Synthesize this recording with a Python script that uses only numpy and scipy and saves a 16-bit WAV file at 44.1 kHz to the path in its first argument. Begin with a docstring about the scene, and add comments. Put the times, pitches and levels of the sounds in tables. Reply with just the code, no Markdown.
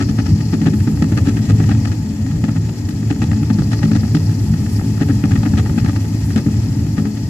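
"""Just outside the open combustion chamber of a gas water heater. The flames rumble in the
chamber's resonances over the hiss and whistle of the gas jet. Water drips onto the hot burner:
each drop spits, makes the flame thump, and boils away in a faint sizzle."""
import sys
import numpy as np
from scipy import signal
from scipy.fft import rfft, irfft, next_fast_len
from scipy.io import wavfile
from scipy.ndimage import uniform_filter1d, minimum_filter1d

SR = 44100
rng = np.random.default_rng(int(sys.argv[2]) if len(sys.argv) > 2 else 0)


def dump_mix(stems):
    """Bounce the given channels to the path in sys.argv[1] as a 16-bit WAV at rate SR."""
    frames = np.atleast_2d(stems).T  # one column per channel
    limited = np.clip(frames, -1, 1)  # hard clip at full scale
    pcm = np.round(limited * 32767).astype(np.int16)
    wavfile.write(sys.argv[1], SR, pcm)


N = 321489
TIME = np.arange(N) / SR
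WALL_RIPPLE = rng.standard_normal((2, 400))  # one pattern per side, common to all sources

# Large drops. Each row: peak time in seconds, spit in dB, half length in seconds, thump in dB,
# treble in dB.
DROPS = [(0.012, -29, 0.0097, -19, -3), (0.094, -35, .005, -14, -2), (0.192, -31, 0.0077, -14.5, -7),
         (0.266, -34.5, 0.0056, -28, -5), (0.537, -33.5, 0.0098, -11.5, -3), (0.618, -34.5, .0023, -14, -7),
         (0.667, -25.5, .006, -6, -7), (0.737, -36.5, .0045, -14.5, -7), (0.876, -33, 0.0053, -13, -8),
         (1.025, -26, .003, -10, -6), (1.125, -33.5, 0.0039, -15.5, -7), (1.179, -28, 0.0069, -16, -3),
         (1.278, -33, .016, -8.5, 0), (1.371, -33, 0.0041, -16.5, -11), (1.503, -30.5, 0.0078, -19, -1),
         (1.604, -32.5, 0.0037, -17, -12), (1.694, -30.5, 0.003, -17.5, -5), (1.714, -27, 0.0034, -20, -9),
         (1.855, -28.5, 0.0028, -33, -5), (1.919, -35.5, 0.0034, -21.5, -1), (2.441, -30, 0.0027, -15, -5),
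         (2.489, -35, 0.0062, -16.5, -10), (2.562, -37.5, 0.0047, -21.5, -8), (2.891, -34, 0.0023, -23, 3),
         (3.108, -31, 0.0058, -14, -4), (3.226, -29.5, 0.0065, -17, -1), (3.317, -28.5, 0.0024, -16, -11),
         (3.505, -30, 0.005, -11, -7), (3.589, -33, 0.0038, -13.5, -6), (3.729, -31.5, .01, -21, -0.5),
         (3.837, -28, 0.0077, -9.5, -6), (3.917, -29, .0022, -14.5, -5), (3.957, -30.5, .0063, -12, 1),
         (4.036, -33.5, 0.0025, -17.5, -7), (4.151, -26, 0.003, -11, -3), (4.795, -32, 0.0018, -47, -29),
         (5.015, -32.5, 0.014, -12.5, -6), (5.098, -32.5, 0.0097, -14, -7),
         (5.242, -27.5, 0.0064, -10, -11), (5.316, -30.5, 0.0056, -16.5, -8), (5.362, -30, 0.0056, -17, -8),
         (5.436, -32.5, 0.0042, -19, -7), (5.461, -30.5, 0.0051, -15.5, -15),
         (5.537, -33, 0.0031, -17, -18), (5.584, -28.5, 0.0081, -23, -6), (5.662, -36, .0097, -34, -6),
         (5.783, -29.5, 0.0051, -12, -10), (5.848, -31.5, 0.0021, -18, -7), (5.863, -30, 0.0022, -24, -11),
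         (5.89, -32.5, 0.0069, -17, -7), (5.961, -32.5, 0.0037, -27, -9), (6.362, -29.5, .0022, -11.5, 0.5),
         (6.376, -33.5, .012, -14.5, -4), (6.466, -34.5, 0.0017, -13, -16), (6.982, -33.5, 0.01, -13.5, -6),
         (7.055, -36.5, 0.0048, -16, -13)]
# Flame strength. Each row: time in seconds, level in dB.
FLAME_STRENGTH = [(0.0, -19.5), (0.32, -14.5), (0.6, -20.5), (0.68, -18), (1.48, -14.5), (1.68, -10),
                  (2.08, -22.5), (2.48, -17.5), (2.84, -22.5), (3.4, -16), (4.68, -16.5), (4.8, -17),
                  (5.28, -16.5), (5.4, -14.5), (6.32, -18), (6.84, -15.5), (7.04, -24), (7.28, -22)]
# Boiling water. Each row: frequency in Hz, level in dB, left minus right in dB.
SIZZLE_SPECTRUM = [(4000, -26, -14), (7700, -4.5, -18.5), (12600, -2, -11.5), (15000, -10, -13.5)]


def gain_of(db):
    """Decibels to amplitude."""
    return 10 ** (np.asarray(db) / 20)


def follow(curve):
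    """A time curve at every sample."""
    return np.interp(TIME, *np.transpose(curve))


def at_hz(rows, hz):
    """Columns of a spectrum table, interpolated over log frequency."""
    row_hz, *columns = np.transpose(rows)
    return np.array([np.interp(np.log(hz + 1), np.log(row_hz), column) for column in columns])


def add(mix, start_s, sound):
    """Mixes a stereo sound in from start_s on."""
    start = round(start_s * SR)
    sound = sound[:, max(-start, 0):]
    part = mix[:, max(start, 0):][:, :sound.shape[1]]
    part += sound[:, :part.shape[1]]


def mid_band(x, lo_hz, hi_hz):
    """Mean of both channels, band-passed."""
    hz = np.fft.rfftfreq(x.shape[1], 1 / SR)
    return irfft(rfft(x.mean(0)) * (hz > lo_hz) * (hz < hi_hz))


def wall_comb_db(hz, depth_db=2.0, step_hz=45):
    """Echoes between the sheet-metal walls finely comb the middle and treble."""
    reach = np.interp(hz, [500, 1800, 7500, 9500], [0, 1, 1, .4])
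    teeth_hz = np.arange(WALL_RIPPLE.shape[1]) * step_hz
    return depth_db * reach * np.array([np.interp(hz, teeth_hz, side) for side in WALL_RIPPLE])


def chamber(spectrum, size):
    """Stereo response of a source in the chamber; minimum phase, so resonances ring after a blow."""
    # Resonances and dips. Each row: centre in Hz, width in Hz, gain in dB.
    modes = [(109.15, 23.5, 13), (160.2, 15.6, 12), (211.3, 16.9, 13.5), (283.8, 135, 21.5),
             (370.2, 9.6, 11), (423.2, 16, 14), (487.8, 12.4, 12.5), (563.5, 13.5, 9.5), (867, 69, 5.5),
             (1046, 374, -17.5), (1199, 128, 12.5), (1311, 150, 8.5), (1683, 194, 5.5), (1894, 166, 7),
             (2567, 250, 6.5), (3700, 150, -6.5), (4870, 35, 5), (5400, 110, 2.5), (6800, 55, 2),
             (7370, 150, 6)]
    hz = np.fft.rfftfreq(size, 1 / SR)
    source_db, balance_db = at_hz(spectrum, hz)
    modes_db = sum(db / (1 + (2 * (hz - centre) / width) ** 2) for centre, width, db in modes)
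    cepstrum = irfft(np.log(gain_of(source_db + wall_comb_db(hz) + modes_db)), size)
    cepstrum[:, 1:size // 2] *= 2
    cepstrum[:, size // 2 + 1:] = 0
    return np.exp(rfft(cepstrum)) * gain_of([balance_db / 2, -balance_db / 2])


def stereo(noise, response):
    """Filters two noises so that left and right share the bass but differ in the treble."""
    # Each row: frequency in Hz, coherence from 0 to 1, lead of the left side in radians.
    likeness = [(300, 0.96, 0), (820, 0.88, 0), (1070, 0.46, 0.8), (1750, 0.64, 1.5), (2040, 0, -0.5),
                (3300, 0, -2.5), (4700, 0.4, -2), (5200, 0.5, -2.5), (7940, 0.1, 0)]
    left, other = rfft(noise)
    hz = np.fft.rfftfreq(noise.shape[1], 1 / SR)
    coherence, lead_rad = at_hz(likeness, hz)
    above_bass = hz ** 4 / (hz ** 4 + 200 ** 4)
    coherence = 1 - above_bass * (1 - np.clip(coherence, 0, 1))
    right = coherence * left + np.sqrt(1 - coherence ** 2) * other
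    return irfft(response * np.array([left, right * np.exp(-1j * lead_rad * above_bass)]))


def turbulence(spectrum):
    """Steady noise ringing in the chamber, at least N samples long."""
    size = 2 * next_fast_len(N // 2 + 1)
    return stereo(rng.standard_normal((2, size)), chamber(spectrum, size))


def hiss(spectrum, level_db, flutter_db):
    """Turbulence that flutters about a given level."""
    noise = turbulence(spectrum)[:, :N]
    flutter = uniform_filter1d(rng.standard_normal(N), size=700)
    return noise / noise.mean(0).std() * gain_of(level_db + flutter_db * flutter / flutter.std())


def draught_db(share=0.5, smooth_s=0.51):
    """Flow of gas and air about its mean, slowly following the flames."""
    flame_db = uniform_filter1d(follow(FLAME_STRENGTH), round(smooth_s * SR), mode="nearest")
    return share * (flame_db - flame_db.mean())


def sizzle(rise_s=0.02, fall_s=0.052):
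    """Water boils steadily on the hot metal, with brief puffs of steam."""
    # Each row: time in seconds, level in dB.
    boiling = [(0, -52), (1.55, -50), (2.05, -53.5), (3.2, -53.5), (4.5, -49), (6.2, -50), (6.5, -51),
               (7.29, -52)]
    # Each row: peak time in seconds, dB above the boiling.
    puffs = [(0.77, 3.5), (4.72, 5), (6.27, 4)]
    puffs_db = sum(db * np.exp(-.5 * ((TIME - peak_s) / np.where(TIME < peak_s, rise_s, fall_s)) ** 2)
                   for peak_s, db in puffs)
    return hiss(SIZZLE_SPECTRUM, follow(boiling) + puffs_db, flutter_db=1.0)


def snaps(decay_s=0.004):
    """Single sharp cracks of boiling water, equally loud on both sides."""
    # Each row: peak time in seconds, level in dB.
    cracks = [(1.503, -45), (2.893, -36), (3.229, -43)]
    bursts = sum(gain_of(db) * np.exp(-abs(TIME - peak_s) / decay_s) for peak_s, db in cracks)
    fizz = hiss(SIZZLE_SPECTRUM, 0, flutter_db=4.0)
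    return bursts * fizz / fizz.std(axis=1, keepdims=True)


def gas_jet(rush_db=-43, high_mean_db=-53.5, trade=0.27):
    """The jet hisses with the draught; its high whistle fades as the low one grows."""
    # Three spectra. Each row: frequency in Hz, level in dB, left minus right in dB.
    rush = [(600, -12, 18.5), (1160, -6.5, -2), (1850, -5.5, 8), (2480, -5, 3.5), (3730, -1, 0),
            (4600, -3.5, -5), (5800, -0.5, 4), (8300, -6, 4), (8900, -34, -4), (13900, -36, -2)]
    low_whistle = [(3000, -32, 0), (3830, -17.5, -1), (4270, 5.5, -8.5), (4600, 3.5, 10), (5680, 2, 10),
                   (6440, -8.5, 12), (9000, -48, 0)]
    high_whistle = [(5000, -44.5, 0), (6520, -19, 10), (6830, 2, 10), (7270, -12.5, 12), (9000, -51, 0)]
    # Low whistle. Each row: time in seconds, level in dB.
    low_level = [(0, -44), (.45, -44), (.6, -50), (1.6, -52), (1.88, -46), (2.1, -52.5), (3.2, -52),
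                 (3.8, -45), (4.4, -48.5), (7.29, -49.5)]
    low_db = follow(low_level)
    high_db = high_mean_db - trade * (low_db - low_db.mean())
    return (hiss(rush, draught_db() + rush_db, flutter_db=1.5)
            + hiss(low_whistle, low_db, flutter_db=2.5)
            + hiss(high_whistle, high_db, flutter_db=0.5))


def spray(count=38, mean_db=-38, spread_db=3, half_s=0.0029, thump_db=-26.5, treble_db=-5):
    """Fine spray lands at random and spits harder in a strong draught; rows as in DROPS."""
    flow_db = draught_db()
    rows = []
    for slot, (when, weight, length) in enumerate(rng.random((count, 3))):
        at = int((slot + when) / count * N)
        spit_db = mean_db + spread_db * (2 * weight - 1) + flow_db[at]
        rows.append((at / SR, spit_db, half_s * (.5 + length), thump_db, treble_db))
    return rows


def rebounds(mean_delay_s=0.014, half_s=0.0027):
    """Each drop breaks up and its remainder spits again, weaker and thinner; rows as in DROPS."""
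    delays_s = mean_delay_s * (.5 + rng.random(len(DROPS)))
    return [(peak_s + delay_s, spit_db - 6.5, half_s, thump_db - 11, treble_db + 2)
            for (peak_s, spit_db, _, thump_db, treble_db), delay_s in zip(DROPS, delays_s)]


def drops(crackle_db=5.0, skew=0.095, eddy_s=0.007, lead_s=0.003904, churn=1.31, hold_s=0.037):
    """Each drop flashes to steam in a clump of tiny cracks, and the puff jolts the flame."""
    # Each row of both: frequency in Hz, level in dB, left minus right in dB.
    spit_spectrum = [(238, -29, 15), (502, -10, -1), (810, 2.5, 1.5), (1220, -6, 5), (1710, -10.5, 11),
                     (2080, -13, 5), (3000, -12, 1.5), (4160, -11, -0.5), (6960, -16.5, 4.5),
                     (9300, -28, -17.5), (14300, -53, -13)]
    thump_spectrum = [(62, -30.5, 7), (139, 5.5, -3), (219, -2.5, 3), (266, -4.5, 2.5), (363, -13.5, 1),
                      (597, -22.5, 0), (915, -23.5, 4), (1510, -76.5, 0)]
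    size = 8192
    hz = np.fft.rfftfreq(size, 1 / SR)
    t = (np.arange(size) - size // 4) / SR
    spit_response, thump_response = chamber(spit_spectrum, size), chamber(thump_spectrum, size)
    treble = hz ** 4 / (hz ** 4 + 3300 ** 4)
    eddies = np.exp(-.5 * (t / eddy_s) ** 2)
    push = np.sinc((t + lead_s) * SR)
    out = np.zeros((2, N))
    for peak_s, spit_db, half_s, thump_db, treble_db in list(DROPS) + rebounds() + spray():
        noise = rng.standard_normal((5, size))
        cracks = uniform_filter1d(noise[4], size=30)
        clump = np.exp(-.5 * (t / (half_s * (1 + skew * np.sign(t)))) ** 2)  # rises faster than it dies
        clump *= gain_of(crackle_db * cracks / cracks.std())
        spit = stereo(noise[:2] * clump, spit_response * gain_of(treble_db * treble))
        spit *= np.sqrt(np.sqrt(np.pi) * half_s * SR / np.sum(mid_band(spit, 1100, 3500) ** 2))
        # one pressure pulse and the eddies it stirs up
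        jolt = churn * noise[2:4] * eddies / np.linalg.norm(eddies) + [push, 0 * push]
        thump = stereo(jolt, thump_response)
        thump *= np.sqrt(hold_s * SR / np.sum(thump.mean(0) ** 2))  # energy of 0 dB held for hold_s
        add(out, peak_s + t[0], gain_of(spit_db) * spit + gain_of(thump_db - 1) * thump)
    return out


def billow_db(rate_hz=5.5, depth_db=2.5, count=16):
    """The flames sway at random, within an octave of rate_hz."""
    rates_hz = rate_hz * np.geomspace(.5, 2, count)
    sway = sum(np.sin(2 * np.pi * (hz * TIME + turn)) for hz, turn in zip(rates_hz, rng.random(count)))
    return depth_db * sway / sway.std()


def flames(deep_trim_db=-0.4, upper_gain_db=-17, split_hz=165, steadiness=0.76):
    """The deep resonances surge with the flames; the upper roar follows the draught."""
    # Each row: frequency in Hz, level in dB, left minus right in dB.
    roar_spectrum = [(25, -32, -3), (45.3, -11, 0.5), (86.6, 1.5, 0.4), (138, -6.5, 0.4), (195, -15, 1.5),
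                     (286, -23, 3), (343, -28, 2.5), (490, -32, 0), (1030, -19.5, 3.5), (1207, -40, 4.5),
                     (2510, -52.5, 25.5), (5030, -62, 10)]
    roar = turbulence(roar_spectrum)
    bass_power = uniform_filter1d(mid_band(roar, 50, 150) ** 2, size=3500)[:N]
    roar = roar[:, :N] / np.sqrt(bass_power.mean())
    deep = signal.sosfiltfilt(signal.butter(3, split_hz, fs=SR, output="sos"), roar)
    levelling = (bass_power.mean() / bass_power) ** (steadiness / 2)
    surge = gain_of(follow(FLAME_STRENGTH) + billow_db() + deep_trim_db)
    return deep * levelling * surge + (roar - deep) * gain_of(upper_gain_db + draught_db())


def scene():
    """Gas jet, flames and water on the burner."""
    return gas_jet() + sizzle() + flames() + drops() + snaps()


def record(dry, ceiling=0.88, window_samples=600, cutoff_hz=14800):
    """Smooth peak limiter, then a low-pass."""
    allowed = np.minimum(1, ceiling / (abs(dry).max(0) + 1e-9))
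    gain = uniform_filter1d(minimum_filter1d(allowed, window_samples), window_samples)
    lowpass = signal.firwin(511, cutoff_hz, window=("kaiser", 9), fs=SR)
    return signal.oaconvolve(dry * gain, lowpass[None], "same")


dry = scene()
out = record(dry)
dump_mix(out)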